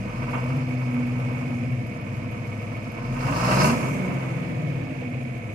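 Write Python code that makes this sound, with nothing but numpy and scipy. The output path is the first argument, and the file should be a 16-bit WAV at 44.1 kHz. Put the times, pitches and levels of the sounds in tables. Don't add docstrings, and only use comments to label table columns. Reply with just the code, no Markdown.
import sys
import numpy as np
from scipy import signal
from scipy.fft import rfft, irfft, next_fast_len
from scipy.io import wavfile
from scipy.ndimage import uniform_filter1d

SR = 44100
rng = np.random.default_rng(int(sys.argv[2]) if len(sys.argv) > 2 else 0)


def to_wav(s):
    ch = np.atleast_2d(s).T
    pcm = np.round(np.clip(ch, -1, 1) * 32767)
    wavfile.write(sys.argv[1], SR, pcm.astype(np.int16))


N = 244314

# (f/Hz, nominal width/Hz, level/dB)
CAB_MODES = [(30, 30, -28), (60.5, 27, -20.5), (89, 38, -11.5), (106.4, 12.4, -1), (127.9, 12, 6),
             (146.4, 8.1, 2), (154, 11, -6), (170.4, 16, -2), (187.6, 15.4, -0.5), (233, 12.5, -5.5),
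             (246.6, 18, 1.5), (263, 8.6, -1), (283, 11, -13.5), (309, 11, -14.5), (389, 19, -13),
             (513, 33, -15), (597, 26, -11)]
# (f/Hz, width/Hz, level above it/dB)
CLATTER_COLOUR = [(180, -84), (300, -1.5), (411, -9), (489, -3.5), (587, -8), (706, -8), (754, -12),
                  (1280, -22.5), (1610, -17.5), (2250, -10.5), (3360, -24.5), (4000, -29.5), (5200, -35),
                  (8800, -120)]
CLATTER_RINGS = [(323, 14, 8), (483, 18, 9), (520, 30, 5), (562, 14, 5), (609, 18, 8), (700, 36, 7),
                 (797, 16, 6), (1760, 86, 4), (2212, 26, 9), (2285, 60, 6), (2430, 60, 6), (2505, 45, 6)]
ROAR_COLOUR = [(180, -10), (300, -11), (375, -5.5), (440, -9.5), (484, -5.5), (532, -3.5), (620, -3),
               (700, 0), (800, -4.5), (920, 3), (1020, -0.5), (1300, -2), (1380, -6), (1930, -12),
               (2250, -9.5), (2650, -10), (3800, -29.5), (4940, -51), (8360, -120)]
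ROAR_RINGS = [(490, 50, 5), (614, 30, 8), (984, 22, 6), (1056, 36, 7), (1175, 26, 7), (1258, 22, 6),
              (1305, 26, 6), (1513, 22, 10), (1838, 26, 6), (2555, 28, 5), (2722, 42, 8)]
KNOCK_COLOUR = [(2290, -49), (3900, -1), (4460, 2.5), (5170, 2), (5630, 1), (5900, -3), (7670, -46),
                (13000, -120)]
KNOCK_RINGS = [(4200, 80, 3.5), (4490, 75, 6.2), (4990, 64, 8.6), (5230, 68, 8.1), (5580, 87, 4.4)]
VALVE_COLOUR = [(3290, -45), (5600, -5.5), (6120, -0.5), (6420, 0.5), (8150, -3), (8870, -6), (9830, -6),
                (13000, -13), (15500, -26)]
VALVE_RINGS = [(6090, 70, 9), (6700, 50, 6), (7100, 40, 4), (7840, 30, 6), (8470, 40, 6), (9510, 50, 8),
               (9770, 50, 5), (10100, 70, 5), (10480, 50, 6), (11450, 90, 6), (12620, 35, 11)]
# (f/Hz, width/Hz, level above the flat part/dB)
TICK_RINGS = [(10300, 700, 8), (11440, 500, 15), (12800, 900, 7)]
# (f/Hz, share of power common to both)
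COMMON_SHARE = [(60, 0.94), (130, 0.98), (290, 0.8), (640, 0.62), (1400, 0.088), (3100, 0.38),
                (6800, 0.072), (15000, 0.1)]
# (f/Hz, left minus right level/dB)
LEFT_MINUS_RIGHT = [(60, 9), (110, 2), (200, 0.5), (380, -4.5), (700, 2), (1290, -1.5), (2380, -8.5),
                    (4400, 1.5), (8120, -3.5), (15000, -12)]
# (t/s, turns per s)
CRANK_SPEED = [(0.0, 12.49), (0.14, 13.32), (0.3, 15.47), (0.58, 16.12), (0.9, 15.62), (1.52, 15.58),
               (1.85, 13.53), (2.09, 12.93), (2.3, 13.37), (3.07, 13.33), (3.3, 17.5), (3.5, 21),
               (3.73, 26.2), (3.93, 24.1), (4.33, 21.1), (4.6, 19.5), (5.12, 15.15), (5.54, 12.89)]
# (relative level/dB, scaled for each layer)
CYLINDER_RAP = [0.85, 0.65, 1.5, 0.4, 0.76, 0.85]
# (t/s, level over idle/dB)
LOAD = [(0, -0.5), (.1, 6), (.14, 11), (.18, 8), (.205, 9), (.23, 9), (.27, 8.5), (.29, 14.5), (.32, 9.5),
        (.35, 15.5), (.38, 11), (.41, 11.5), (.48, 8.5), (.56, 8.5), (.68, 4), (1.45, 5.5), (1.74, -3.5),
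        (2.11, 2.5), (2.96, 3), (3.05, 6.5), (3.14, 9), (3.18, 13.5), (3.26, 15.5), (3.29, 16.5),
        (3.34, 17.5), (3.38, 19.5), (3.46, 21.5), (3.58, 21.5), (3.62, 21.5), (3.695, 19.5), (3.72, 15.5),
        (3.78, 12), (3.85, 11.5), (3.9, 9), (4.02, 9), (4.12, 7.5), (4.4, 4.5), (5.3, -5), (5.54, -2.5)]
# (gain at idle/dB, dB per dB of load, dB per dB of crank speed, dB per product of the two)
BOOM_LAW = (-30, -0.0082, 1.25, 0.0724)
CLATTER_LAW = (-39.5, 0.0224, 1.08, 0.0388)
ROAR_LAW = (-46.5, 0.869, -0.17, 0.0832)
# (multiple of crank speed, relative level at idle/dB)
CRANK_ORDERS = [(4, -16), (4.5, -14), (5, -1), (5.5, -9), (6, -1), (6.5, -11), (7, 0), (7.5, -11), (8, 5),
                (8.5, -14), (9, 2.5), (9.5, -14), (10, -5), (11, -6), (11.5, -9), (12, -8), (13, -8),
                (14, -7), (15, -3), (16, -3), (17, 3), (18, -7), (18.5, -5), (19, -7), (20, -10), (21, -8),
                (21.5, -7), (23, -8), (24.5, -11), (26, -2), (27, -8), (28, -2)]
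# (multiple of crank speed, relative level/dB)
PUMP_ORDERS = [(7.85, -5), (15.7, 5.5)]
# (t/s, level/dB)
BOOM_UNEVENNESS = [(0, 1.5), (.17, -0.5), (.22, 0.5), (.35, -3.5), (.55, 1.5), (.65, -1), (1.2, 0),
                   (1.7, 1), (1.9, 2), (1.95, 0.5), (3.07, -1), (3.11, 2), (3.22, -2.5), (3.29, 2),
                   (3.4, -4), (3.6, -2), (3.9, -1), (4.15, 1.5), (4.19, -3.5), (4.55, 1.5), (4.85, 1),
                   (5.0, -3), (5.12, 0.5), (5.54, -2)]
# (t/s, nominal peak level/dB)
TICKS = [(0.3087, -53), (0.4369, -54), (0.5621, -53), (0.6863, -56), (0.8116, -58), (0.9393, -52),
         (1.0675, -51), (1.1962, -54), (1.3249, -56), (1.716, -56), (1.8654, -53), (2.0103, -57),
         (2.1655, -56), (2.3141, -52), (2.4684, -53), (2.6184, -56), (2.7661, -56), (2.9174, -52),
         (3.0639, -57), (5.0993, -60), (5.2325, -58), (5.3757, -58), (5.5304, -54)]
# (t/s, level/dB)
KNOCK_LEVEL = [(0, -61), (.2, -57.5), (.55, -58), (.7, -60.5), (1.5, -61), (1.7, -64), (3.0, -61.5),
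               (3.08, -55), (3.19, -54.5), (3.21, -47.5), (3.31, -49.5), (3.37, -41.5), (3.47, -39),
               (3.53, -35), (3.58, -36), (3.62, -32), (3.7, -37.5), (3.73, -45), (3.8, -50.5), (4.0, -59),
               (5.54, -69)]
# (t/s, level/dB)
VALVE_LEVEL = [(0, -60), (.4, -56.5), (.7, -60), (1.5, -59), (1.8, -62), (3.0, -61), (3.11, -60),
               (3.135, -55), (3.19, -55), (3.23, -50.5), (3.38, -45), (3.47, -42), (3.5, -40), (3.66, -35),
               (3.7, -37.5), (3.74, -43), (3.8, -46.5), (3.98, -50), (4.02, -54), (4.2, -56.5), (4.6, -61),
               (5.54, -62.5)]

IDLE_TURNS_S = 13.3
FIRST_TURN = 1.735
FIRINGS_PER_TURN = 3
DRAG_TURNS_S2, TORQUE_LAG_S = 5.8, 0.13
COASTING = 0.72
THUD_DB = -51.5
FIRING_PER_TORQUE, UNEVEN_PER_SPEED = .3, -1.5
RUMBLE_PER_SPEED = .8
TURN_STEPS, SLACK_TURNS = 2048, .0012
VALVE_LAG_TURNS = 0.102
WHINE_HZ, WHINE_WIDTH_HZ = 2213, 24
WHINE_DB, WHINE_RISE_DB = -50, 6
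MESH_MULTIPLE = 141.7
MESH_HZ, MESH_WIDTH_HZ = 2220, 105
MESH_DB = -41
TICK_SHARE = .7
LEFT_LAG_S = 18 / 44100
TOP_HZ = 15750


def undb(db):
    return 10 ** (np.asarray(db) / 20)


def unit(x):
    return x / np.sqrt(np.mean(x ** 2))


def along(table, hz):
    f, value = np.transpose(table)
    return np.interp(np.log(hz + 1), np.log(f), value)


def over_time(table):
    t, value = np.transpose(table)
    return np.interp(np.arange(N) / SR, t, value)


def filtered(x, response):
    size = next_fast_len(N + SR // 4)
    f = np.arange(size // 2 + 1) * SR / size
    return irfft(rfft(x, size) * response(f), size)[..., :N]


def resonance(f, hz, width):
    return 1j * f * width / (hz ** 2 - f ** 2 + 1j * f * width)


def ringing(rings):
    return lambda f: 1 + sum((undb(db) - 1) * resonance(f, hz, w) for hz, w, db in rings)


def walk(rate):
    k = int(SR / rate)
    held = np.repeat(rng.standard_normal(N // k + 1), k)
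    return 0.981 * uniform_filter1d(uniform_filter1d(held, k), k)[:N]


def ports(direct, scattered):
    side = np.array([[1], [-1]])

    def share(f):
        return np.clip(along(COMMON_SHARE, f), 0, 1)

    def late(f):
        lag = LEFT_LAG_S * (0.41 + 0.57 / (1 + (950 / (f + 1)) ** 6))
        return np.exp(-1j * np.pi * f * side * lag)

    common = filtered(direct, lambda f: np.sqrt(share(f)) * late(f))
    separate = filtered(scattered, lambda f: np.sqrt(1 - share(f)))
    return filtered(common + separate, lambda f: undb(side * along(LEFT_MINUS_RIGHT, f) / 2))


def torque(speed):
    gain = uniform_filter1d(np.gradient(speed) * SR, int(TORQUE_LAG_S * SR))
    return 20 * np.log10(np.maximum(1 + gain / DRAG_TURNS_S2, COASTING))


def law_gain(law, load_db, speed_db):
    idle_db, per_load, per_speed, per_both = law
    return undb(idle_db + per_load * load_db + per_speed * speed_db + per_both * load_db * speed_db)


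def thud(turns, torque_db):
    db = THUD_DB + .8 * torque_db + 2.5 * walk(6)
    return np.sqrt(2) * undb(db) * np.sin(2 * np.pi * FIRINGS_PER_TURN * turns)


def boom(turns, speed_db, torque_db):
    unsteady = .04 + .015 * np.abs(torque_db) + .024 * np.abs(speed_db)

    def line(multiple, db, waver_db):
        phase = multiple * turns + rng.random() + unsteady * walk(7)
        return undb(db + waver_db * walk(10)) * np.sin(2 * np.pi * phase)

    def cab(f):
        power = 0
        for hz, width, db in CAB_MODES:
            power = power + (undb(db) * np.abs(resonance(f, hz, width)) ** 1.31) ** 2
        return np.sqrt(power)

    lines = np.zeros(N)
    for multiple, db in CRANK_ORDERS:
        uneven = multiple % FIRINGS_PER_TURN
        change_db = UNEVEN_PER_SPEED * speed_db if uneven else FIRING_PER_TORQUE * torque_db
        lines += line(multiple, db + change_db, 2.8 + .3 * np.abs(speed_db))
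    for multiple, db in PUMP_ORDERS:
        lines += line(multiple, db, 1.5 + 0.74 * np.maximum(speed_db + 1.0, 0))
    rumble = undb(15 + RUMBLE_PER_SPEED * speed_db) * rng.standard_normal((3, N))
    return unit(ports(filtered(lines + rumble[0], cab), filtered(rumble[1:] * undb(7.0), cab)))


def every_turn(turns):
    pattern = irfft(np.exp(2j * np.pi * rng.random((3, TURN_STEPS // 2 + 1))))
    place = (turns + SLACK_TURNS * walk(4)) % 1 * TURN_STEPS
    return unit(pattern[:, place.astype(int) % TURN_STEPS])


def beaten(turns, colour, rings, rap_db, uneven, flicker_db, scatter_db, repeats):
    firings = FIRINGS_PER_TURN * turns
    count = firings.astype(int)
    throb_db = uneven * np.take(CYLINDER_RAP, count % 6) - rap_db * np.sqrt(firings % 1)
    throb_db = throb_db + flicker_db * walk(45)
    throb_db = throb_db + scatter_db * rng.standard_normal(N // 100)[count]
    raps = np.sqrt(repeats) * every_turn(turns) + np.sqrt(1 - repeats) * rng.standard_normal((3, N))
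    noise = uniform_filter1d(undb(throb_db), size=30) * raps
    noise = filtered(noise, lambda f: undb(along(colour, f)) * ringing(rings)(f))
    return unit(ports(noise[0], noise[1:]))


def clatter(turns):
    return beaten(turns, CLATTER_COLOUR, CLATTER_RINGS,
                  rap_db=2.0, uneven=0.95, flicker_db=0.5, scatter_db=0.7, repeats=0.75)


def roar(turns):
    return beaten(turns, ROAR_COLOUR, ROAR_RINGS,
                  rap_db=3, uneven=0.57, flicker_db=0.5, scatter_db=1.8, repeats=0.35)


def knock(turns):
    return undb(over_time(KNOCK_LEVEL)) * beaten(
        turns, KNOCK_COLOUR, KNOCK_RINGS, rap_db=6, uneven=.5, flicker_db=1, scatter_db=1, repeats=.4)


def valve_gear(turns):
    closing = turns + 2 - VALVE_LAG_TURNS
    return undb(over_time(VALVE_LEVEL)) * beaten(
        closing, VALVE_COLOUR, VALVE_RINGS, rap_db=5, uneven=.8, flicker_db=1.2, scatter_db=.4, repeats=.3)


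def housing_ring(speed_db):
    ring = filtered(rng.standard_normal(N), lambda f: resonance(f, WHINE_HZ, WHINE_WIDTH_HZ) ** 2)
    return undb(WHINE_DB + WHINE_RISE_DB * np.tanh((speed_db - 2.5) / 3)) * unit(ring)


def gear_mesh(turns):
    phase = 2 * np.pi * (MESH_MULTIPLE * turns + .04 * walk(6))
    tone = undb(MESH_DB + 1.1 * walk(11.3)) * np.sin(phase)
    return filtered(tone, lambda f: resonance(f, MESH_HZ, MESH_WIDTH_HZ) ** 2)


def injector():
    envelope, t = np.zeros(N + 2000), np.arange(2000) / SR
    blow = np.exp(-t / 0.0033) + .5 * (t > .005) * np.exp(-(t - .005) / 0.0068)
    for start, db in TICKS:
        first = int(start * SR)
        envelope[first:first + len(t)] += TICK_SHARE * undb(db) * blow

    def ring(f):
        return ringing(TICK_RINGS)(f) * resonance(f, 10700, 5000) ** 2

    noise = rng.standard_normal((3, N))
    bursts = filtered(envelope[:N] * noise, ring) / np.std(filtered(noise, ring))
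    return ports(bursts[0], bursts[1:])


def scene():
    speed, load_db = over_time(CRANK_SPEED), over_time(LOAD)
    speed_db, torque_db = 20 * np.log10(speed / IDLE_TURNS_S), torque(speed)
    turns = FIRST_TURN + np.cumsum(speed) / SR
    boom_gain = law_gain(BOOM_LAW, load_db, speed_db) * undb(over_time(BOOM_UNEVENNESS))
    mix = thud(turns, torque_db) + boom_gain * boom(turns, speed_db, torque_db)
    mix = mix + law_gain(CLATTER_LAW, load_db, speed_db) * clatter(turns)
    mix = mix + law_gain(ROAR_LAW, load_db, speed_db) * roar(turns)
    mix = mix + knock(turns) + valve_gear(turns)
    whine = housing_ring(speed_db) + gear_mesh(turns)
    mix = mix + whine * undb([[-18.0], [0]])
    return mix + injector()


def record(dry):
    return signal.sosfilt(signal.ellip(14, .2, 90, TOP_HZ, fs=SR, output="sos"), dry)


dry = scene()
out = record(dry)
to_wav(out)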